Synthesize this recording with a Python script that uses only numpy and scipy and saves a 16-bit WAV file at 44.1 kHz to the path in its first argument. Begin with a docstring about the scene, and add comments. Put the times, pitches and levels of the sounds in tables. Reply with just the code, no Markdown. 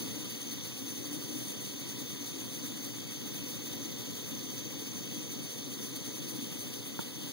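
"""A bright hiss, coming in quick spurts: a small liquid-fuel stove burns close by in a kitchen.
Fuel vapour rushes from the jet and rings in the burner, which adds a whistle. Under it the ring of
flame roars low, and one dull knock comes near the end. The right channel hears the hiss upside down
and a little late, so left and right agree at some pitches and oppose each other at others."""
import sys
import numpy as np
from scipy import signal
from scipy.fft import rfft, irfft, next_fast_len
from scipy.io import wavfile
from scipy.ndimage import uniform_filter1d, map_coordinates

SR = 44100
rng = np.random.default_rng(int(sys.argv[2]) if len(sys.argv) > 2 else 0)


def generate_wav(sig):
    """Save sig (samples, or channels by samples) to the path in sys.argv[1] as 16-bit PCM at SR."""
    pcm = np.round(np.clip(np.atleast_2d(sig).T, -1, 1) * 32767).astype(np.int16)
    wavfile.write(sys.argv[1], SR, pcm)


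N = 322812
TIME = np.arange(N) / SR


# The left side hears the whistle and the lowest hiss a little louder.
# Each row: pitch in Hz, left over right in dB.
HISS_BALANCE = [(700, 1.5), (1050, 0), (5700, -0.12), (6150, 2), (6700, -0.27)]

def hiss(events):
    """Vapour rushes from the jet as noise, swells with each spurt and rings in the burner."""
    noise = turbulence(lambda hz, s: hiss_swell_db(events, hz, s), patchy_db=1.19, bins=5, frames=8)
    jet = stereo(noise, hiss_colour, curve(HISS_BALANCE), hiss_lead, hiss_likeness)
    return amp(slow_burn_db("hiss", TIME)) * jet


# Clear spurts of boiling fuel. Each row: time of the peak in seconds, rise in dB, length in ms.
CLEAR_SPURTS = [(0.005, 5.5, 60), (0.1, 3.5, 40), (0.205, 4, 30), (0.304, 6, 26), (0.35, 3.5, 22),
                (0.419, 6.5, 24), (0.47, 2, 22), (0.522, 8, 34), (0.659, 6.5, 42), (0.784, 5, 36),
                (0.897, 6.5, 52), (0.978, 5.5, 32), (1.06, 6.5, 32), (1.137, 8.5, 41), (1.228, 6, 44),
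                (1.37, 6.5, 120), (1.495, 7.5, 50), (1.616, 7.5, 20), (1.663, 6, 53), (1.8, 5.5, 26),
                (1.897, 5.5, 43), (2.0, 6, 28), (2.103, 5.5, 36), (2.268, 6.5, 46), (2.403, 5.5, 33),
                (2.546, 6, 62), (2.659, 7, 44), (2.85, 6, 50), (2.97, 3, 45), (3.123, 5, 40),
                (3.273, 5.5, 34), (3.362, 6.5, 49), (3.505, 6, 68), (3.667, 6, 32), (3.729, 5, 47),
                (3.851, 4, 44), (4.001, 6, 40), (4.103, 3.5, 22), (4.175, 5, 50), (4.28, 5, 45),
                (4.06, 3.5, 24), (4.315, 3, 22), (4.355, 3, 18), (4.392, 5, 22), (4.44, 3, 30),
                (4.51, 4, 26), (4.55, 4, 24), (4.587, 6.5, 30), (4.652, 5, 18), (4.719, 4, 28),
                (4.805, 4, 42), (4.874, 5, 30), (4.974, 6, 30), (5.05, 2.5, 30), (5.152, 4, 67),
                (5.225, 2.5, 45), (5.322, 7.5, 29), (5.438, 4, 30), (5.513, 4.5, 44), (5.583, 4, 28),
                (5.735, 4.5, 43), (5.842, 6, 50), (5.962, 10, 20), (6.062, 6.5, 35), (6.165, 4.5, 49),
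                (6.235, 3.5, 30), (6.297, 8, 36), (6.359, 6.5, 26), (6.427, 6, 54), (6.524, 5.5, 39),
                (6.612, 6.5, 72), (6.745, 6, 59), (6.869, 7, 31), (7.013, 7.5, 34), (7.229, 4.5, 40),
                (7.285, 4, 40)]

def spurts():
    """Fuel boils at the jet: clear spurts, with small random ones in the pauses."""
    per_second, mean_db, spread_db, length_ms = 18, 3, 1.5, 18  # the small spurts
    calm_s = 0.053  # they fade away this near a clear spurt
    jitter, size = rng.random((int(per_second * N / SR), 2)).T
    at = (np.arange(len(jitter)) + jitter) / per_second
    clear = np.array(CLEAR_SPURTS)
    nearest_s = np.min(abs(at[:, None] - clear[:, 0]), axis=1)
    rise_db = (mean_db + spread_db * (2 * size - 1)) * (1 - np.exp(-(nearest_s / calm_s) ** 4))
    small = [at, rise_db, np.full(len(at), length_ms)]
    return np.hstack([clear.T, small])[:, :, None]


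def surge_db(events, s):
    """The rise of all spurts added up at times s; each rises faster than it falls."""
    at, rise_db, length_ms = events
    half_lengths = 2000 * (s - at) / length_ms
    steepness = np.where(s < at, 1.16, 0.84)
    return np.sum(rise_db * 0.5 ** (steepness * half_lengths) ** 2, axis=0)


# How spurts lift the hiss. Each row: pitch in Hz, share of the spurt's rise.
SPURT_SHARE = [(500, 0.12), (1500, 0.31), (4000, 0.36), (6200, 0.44), (9000, 0.99), (15000, 0.95)]
# The high sheen of the hiss softens midway. Each row: time in seconds, level over the hiss in dB.
SHEEN_LEVELS = [(0, 1.5), (1.5, 0.8), (2.5, 0), (3.5, -1.6), (4.7, -1.6), (5.6, 0.3), (6.3, 0.5),
                (7.32, -0.5)]

def hiss_swell_db(events, hz, s):
    """Spurts lift the treble most, while the whistle and the sheen drift on their own."""
    whistle_db = bell(hz, centre_hz=6300, width_hz=1400) * slow_burn_db("whistle", s)
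    sheen_db = bell(hz, centre_hz=9700, width_hz=2000) * np.interp(s, *zip(*SHEEN_LEVELS))
    return curve(SPURT_SHARE)(hz) * surge_db(events, s) + whistle_db + sheen_db


# The jet's own noise. Each row: pitch in Hz, relative level in dB.
JET_LEVELS = [(650, -3.5), (1100, -4), (1600, -5.5), (2500, -2.5), (3900, 0.0), (5300, -5.5), (7400, -10.5),
              (9200, -7), (10800, -9.5), (12500, -4), (14200, -9), (15700, -3.5)]
# Where the burner's cup and tube ring. Each row: pitch in Hz, width in Hz, level over the jet in dB.
BURNER_RINGS = [(980, 140, 2.9), (1190, 130, 1.9), (1990, 320, 4.0), (2240, 140, 4.2), (2480, 280, 4),
                (2640, 100, 4.9), (3020, 500, 6.6), (3310, 90, 7.5), (3520, 230, 8.5), (3670, 90, 5),
                (3790, 50, 0), (3950, 150, 0), (4065, 35, 1), (4250, 130, 3.1), (4430, 100, 6.3),
                (4600, 180, 7.7), (4830, 350, 4.1), (5080, 150, 4.2), (5240, 80, 3.3), (5710, 230, 11.9),
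                (5910, 100, 10.8), (6160, 300, 19.9), (6320, 90, 15), (6480, 130, 11.2), (6750, 650, 9.3),
                (8460, 120, 2), (8630, 840, 8.8), (8690, 200, 5), (9550, 250, 5.4), (10110, 940, 2.1),
                (10530, 70, 3.9), (11140, 230, 5.5), (14730, 630, 4.9), (15360, 450, 1.5)]
# Where close reflections cancel the jet. Each row: pitch in Hz, width in Hz, depth in dB.
REFLECTION_DIPS = [(1095, 90, 2), (1780, 60, 3.5), (2126, 150, 2), (2340, 50, 2.5), (2420, 49, 2.5),
                   (3225, 40, 2), (3755, 40, 3), (4350, 40, 5), (4500, 40, 1.5), (4730, 60, 3),
                   (4975, 70, 2.5), (5180, 60, 4), (5380, 70, 2.5), (5810, 40, 2.5), (5970, 35, 3),
                   (6395, 55, 4), (7360, 60, 1.5), (9100, 80, 2.5), (9300, 60, 3), (9720, 50, 3),
                   (9905, 50, 3), (10800, 250, 3.5), (11540, 60, 4), (12500, 80, 3), (12430, 90, 2.5),
                   (12900, 250, 1.5), (2765, 130, 3.5)]

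def hiss_colour(hz):
    """How strong each pitch is: the burner adds peaks to the jet, and reflections cut dips."""
    def peak(centre_hz, width_hz):
        return 1 / (1 + (2 * (hz - centre_hz) / width_hz) ** 2) ** 2

    ring_power = sum(amp(db) ** 2 * peak(pitch, width) for pitch, width, db in BURNER_RINGS)
    dips_db = sum(db * peak(pitch, width) for pitch, width, db in REFLECTION_DIPS)
    jet_db = curve([(300, -30), *JET_LEVELS])(hz)  # very little bass
    return amp(jet_db - dips_db) * np.sqrt(1 + ring_power)


# Bands where left and right agree, then oppose, in turn.
# Each row: low edge in Hz, high edge in Hz, likeness from 0 to 1 in the gap above the band.
STEREO_BANDS = [(1010, 1720, .42), (2412, 2933, 0.68), (3975, 4680, 0.43), (5230, 5580, 0.64),
                (6740, 7530, .2), (7647, 8323, 0.74), (9630, 9890, 0.3), (10770, 11480, .45),
                (12120, 12800, .35), (13350, 14000, .35), (14700, 16000, 1)]

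def hiss_lead(hz):
    """The right wave's lead in radians: it starts upside down and slips half a turn per band."""
    edges_hz = np.array(STEREO_BANDS)[:, :2].ravel()
    half_turns = np.repeat(np.arange(len(STEREO_BANDS)), 2)
    return -np.pi * np.interp(hz, [0, *edges_hz], [-1, *half_turns])


def hiss_likeness(hz):
    """Left and right are less alike between the bands, most of all beside a band that agrees."""
    _, high_hz, gap_likeness = np.transpose(STEREO_BANDS)
    gap = np.maximum(np.searchsorted(high_hz, hz) - 1, 0)
    lead = hiss_lead(hz)
    looseness = np.minimum(1, 2 * abs(np.sin(lead))) * abs(np.cos(lead / 2))
    return 1 - (1 - gap_likeness[gap]) * looseness


# The flame's roar. Each row: pitch in Hz, relative level in dB, left over right in dB,
# the right wave's lead in radians, likeness of the two sides from 0 to 1.
FLAME_TONE = [(30.2, -38, 10, 3.4, 1), (55, -22.0, -3, 3.1, 0.97), (79.6, -16, -1.5, 3.16, 0.82),
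              (116.8, -2, 1.5, 2.15, 0.93), (132, -1, 3.5, 2.08, 0.93), (150, -3.2, 3.9, 2.52, 0.97),
              (184, -2.6, 1.5, 2.22, 0.99), (225, -1.5, 2.5, 1.73, .96), (250, -1, 2.5, 1.67, .97),
              (277, 0, 4.5, 1.03, 0.93), (295, 0, 5.5, 0.76, .92), (309, -3.5, 12, 0.87, .7),
              (332, -7, 12, 2.05, .75), (363, -6.9, 5.4, 2.14, .9), (390, -7.8, 2.8, 1.9, 0.92),
              (415, -10.7, 7, 1.43, .7), (436, -9.6, 6, 1.23, 0.7), (455, -12, 7, 1.58, .7),
              (490, -8.5, 6.5, 1.65, .88), (510, -10.1, 4, 1.47, .85), (550, -16.5, 6, 1.13, .55),
              (572, -14.5, 2.5, .86, 0.73), (615, -18, 7.5, 1, .2), (646, -27, 3.5, 2.2, 0.6),
              (690, -26, 3, 1.4, .6), (738, -20.5, 4, .6, .9), (765, -28.5, 4, 1, .6),
              (810, -19.5, 3, 0.5, 0.97), (870, -25, 3.5, .5, 0.96)]
# How spurts make the flame flare. Each row: pitch in Hz, share of the spurt's rise.
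FLARE_SHARE = [(150, .05), (300, .1), (500, .2), (800, .2)]
# The deepest rumble drifts on its own. Each row: time in seconds, level over the roar in dB.
RUMBLE_LEVELS = [(0, 3), (0.7, -1), (1.4, -0.5), (2.2, 5), (3, 3), (3.8, 1.5), (4.5, -1), (5, -1.5),
                 (5.7, 1), (6.5, -2), (7.32, 0)]

def roar(events):
    """The ring of flame roars, louder on the left; it throbs, and flares just after each spurt."""
    flare_lag_s, rumble_top_hz, throbs_per_s, throb_db = 0.022, 92, 13, 1.8
    level_db, balance_db, lead, likeness = [curve(FLAME_TONE, column) for column in (1, 2, 3, 4)]
    flare_db = lambda hz, s: curve(FLARE_SHARE)(hz) * surge_db(events, s - flare_lag_s)
    noise = turbulence(flare_db, patchy_db=0.8, bins=2, frames=16)
    colour = lambda hz: amp(level_db(hz)) * low_pass(hz, 1000)
    flame = stereo(noise, colour, balance_db, lead, likeness)
    rumble = filtered(flame, lambda hz: low_pass(hz, rumble_top_hz))
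    drift = (amp(np.interp(TIME, *zip(*RUMBLE_LEVELS))) - 1) * rumble
    core = filtered(flame, lambda hz: bell(hz, centre_hz=280, width_hz=120, steepness=4))
    random_steps = rng.standard_normal(int(N / SR * throbs_per_s) + 4)
    throb = unit(map_coordinates(random_steps, [TIME * throbs_per_s]))  # glides from step to step
    puffs = (unit(amp(throb_db * throb)) - 1) * core
    return amp(slow_burn_db("roar", TIME)) * (flame + puffs + drift)


# How strongly the stove burns.
# Each row: time in seconds, roar level in dB, hiss level in dB, whistle over the hiss in dB.
BURN_LEVELS = [(0.0, -40, -40, -2), (0.47, -45.5, -41, 0.5), (1.14, -43.5, -42, -0.5),
               (2.14, -44.5, -41, 0), (3.1, -44.5, -41.5, -1.5), (3.6, -43, -41, -1),
               (4.73, -42.5, -41.5, 1), (5.81, -43.5, -41.5, 0), (6.48, -43, -42, -0.5),
               (6.79, -45, -42, -2), (7.32, -44, -41.5, -3.5)]

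def slow_burn_db(part, s):
    """The slowly wandering level of the roar, hiss or whistle at times s."""
    at, *levels = np.transpose(BURN_LEVELS)
    return np.interp(s, at, levels[["roar", "hiss", "whistle"].index(part)])


# The tones of the knock. Each row: pitch in Hz, seconds to fade by 60 dB,
# left and right level in dB relative to the knock, left and right delay in ms.
KNOCK_TONES = [(163, .06, -2.5, -1.5, 5.7, 2.5), (308, .018, 1.5, 1.5, 1.95, 3.0),
               (520, .02, -4, -3, 2.2, 3.1), (920, .016, -3.5, -4, 0.97, 0.15),
               (1380, 0.015, -7, -5.5, 0.95, 0.35), (1850, .012, -18, -15, 0.57, 0.39)]

def knock(start_s, level_db):
    """A soft blow sets a few short tones ringing; the low ones last longest."""
    tones = np.zeros((2, N))
    for pitch, fade_s, left_db, right_db, left_ms, right_ms in KNOCK_TONES:
        age = np.maximum(TIME - start_s - np.array([[left_ms], [right_ms]]) / 1000, 0)
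        rise = 1 - np.exp(-age * pitch / 0.18)  # low tones build up more slowly
        fade = amp(level_db + np.array([[left_db], [right_db]]) - 60 * age / fade_s)
        tones -= rise * fade * np.sin(2 * np.pi * pitch * age)
    # no deep thud, no sharp edge
    return filtered(tones, lambda hz: hz ** 4 / (125 ** 4 + hz ** 4) * low_pass(hz, 2200))


def turbulence(swell_db, patchy_db, bins, frames):
    """Two noises that swell together, with random patches `bins` wide in pitch and `frames` long."""
    hz, s, spectra = signal.stft(rng.standard_normal((2, N)), SR, nperseg=256)
    patches = uniform_filter1d(rng.standard_normal(spectra.shape[1:]), size=bins, axis=0)
    patches = uniform_filter1d(patches, size=frames, axis=1)
    gain = amp(swell_db(hz[:, None], s) + patchy_db * unit(patches))
    return signal.istft(spectra * gain, SR, nperseg=256)[1][:, :N]


def stereo(noises, colour, balance_db, lead, likeness):
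    """Left takes the first noise; right takes it with its waves shifted, blended with the second."""
    def mix(hz):
        same = np.clip(likeness(hz), 0, 1)
        left_gain = amp(balance_db(hz) / 2)
        right_gain = np.exp(1j * lead(hz)) / left_gain
        return colour(hz) * np.array([left_gain, same * right_gain, np.sqrt(1 - same ** 2) * right_gain])

    left, right_shared, right_own = filtered(noises[[0, 0, 1]], mix)
    return unit(np.array([left, right_shared + right_own]))


def amp(db):
    """Turns dB into a number to multiply by."""
    return 10 ** (np.asarray(db) / 20)


def unit(x):
    """Scales x to an average (rms) level of 1."""
    return x / np.sqrt(np.mean(x ** 2) + 1e-20)


def curve(rows, column=1):
    """Joins a table's points into a function of pitch, with octaves evenly spaced."""
    columns = np.transpose(rows)
    return lambda hz: np.interp(np.log(hz + 1), np.log(columns[0] + 1), columns[column])


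def bell(hz, centre_hz, width_hz, steepness=2):
    """A smooth hump around one pitch."""
    return np.exp(-(2 * (hz - centre_hz) / width_hz) ** steepness)


def low_pass(hz, top_hz):
    """Lets the pitches below top_hz through."""
    return 1 / (1 + (hz / top_hz) ** 8)


def filtered(x, response):
    """Multiplies each pitch in x by response(hz)."""
    size = next_fast_len(N + 8192)
    return irfft(rfft(x, size) * response(np.fft.rfftfreq(size, 1 / SR)), size)[..., :N]


def scene():
    """The same spurts drive the jet and the flame; one knock comes near the end."""
    events = spurts()
    return hiss(events) + roar(events) + knock(start_s=6.99065, level_db=-23.3)


def record(dry):
    """Cuts away the very highest treble."""
    return filtered(dry, lambda hz: hz < 15750)


dry = scene()
out = record(dry)
generate_wav(out)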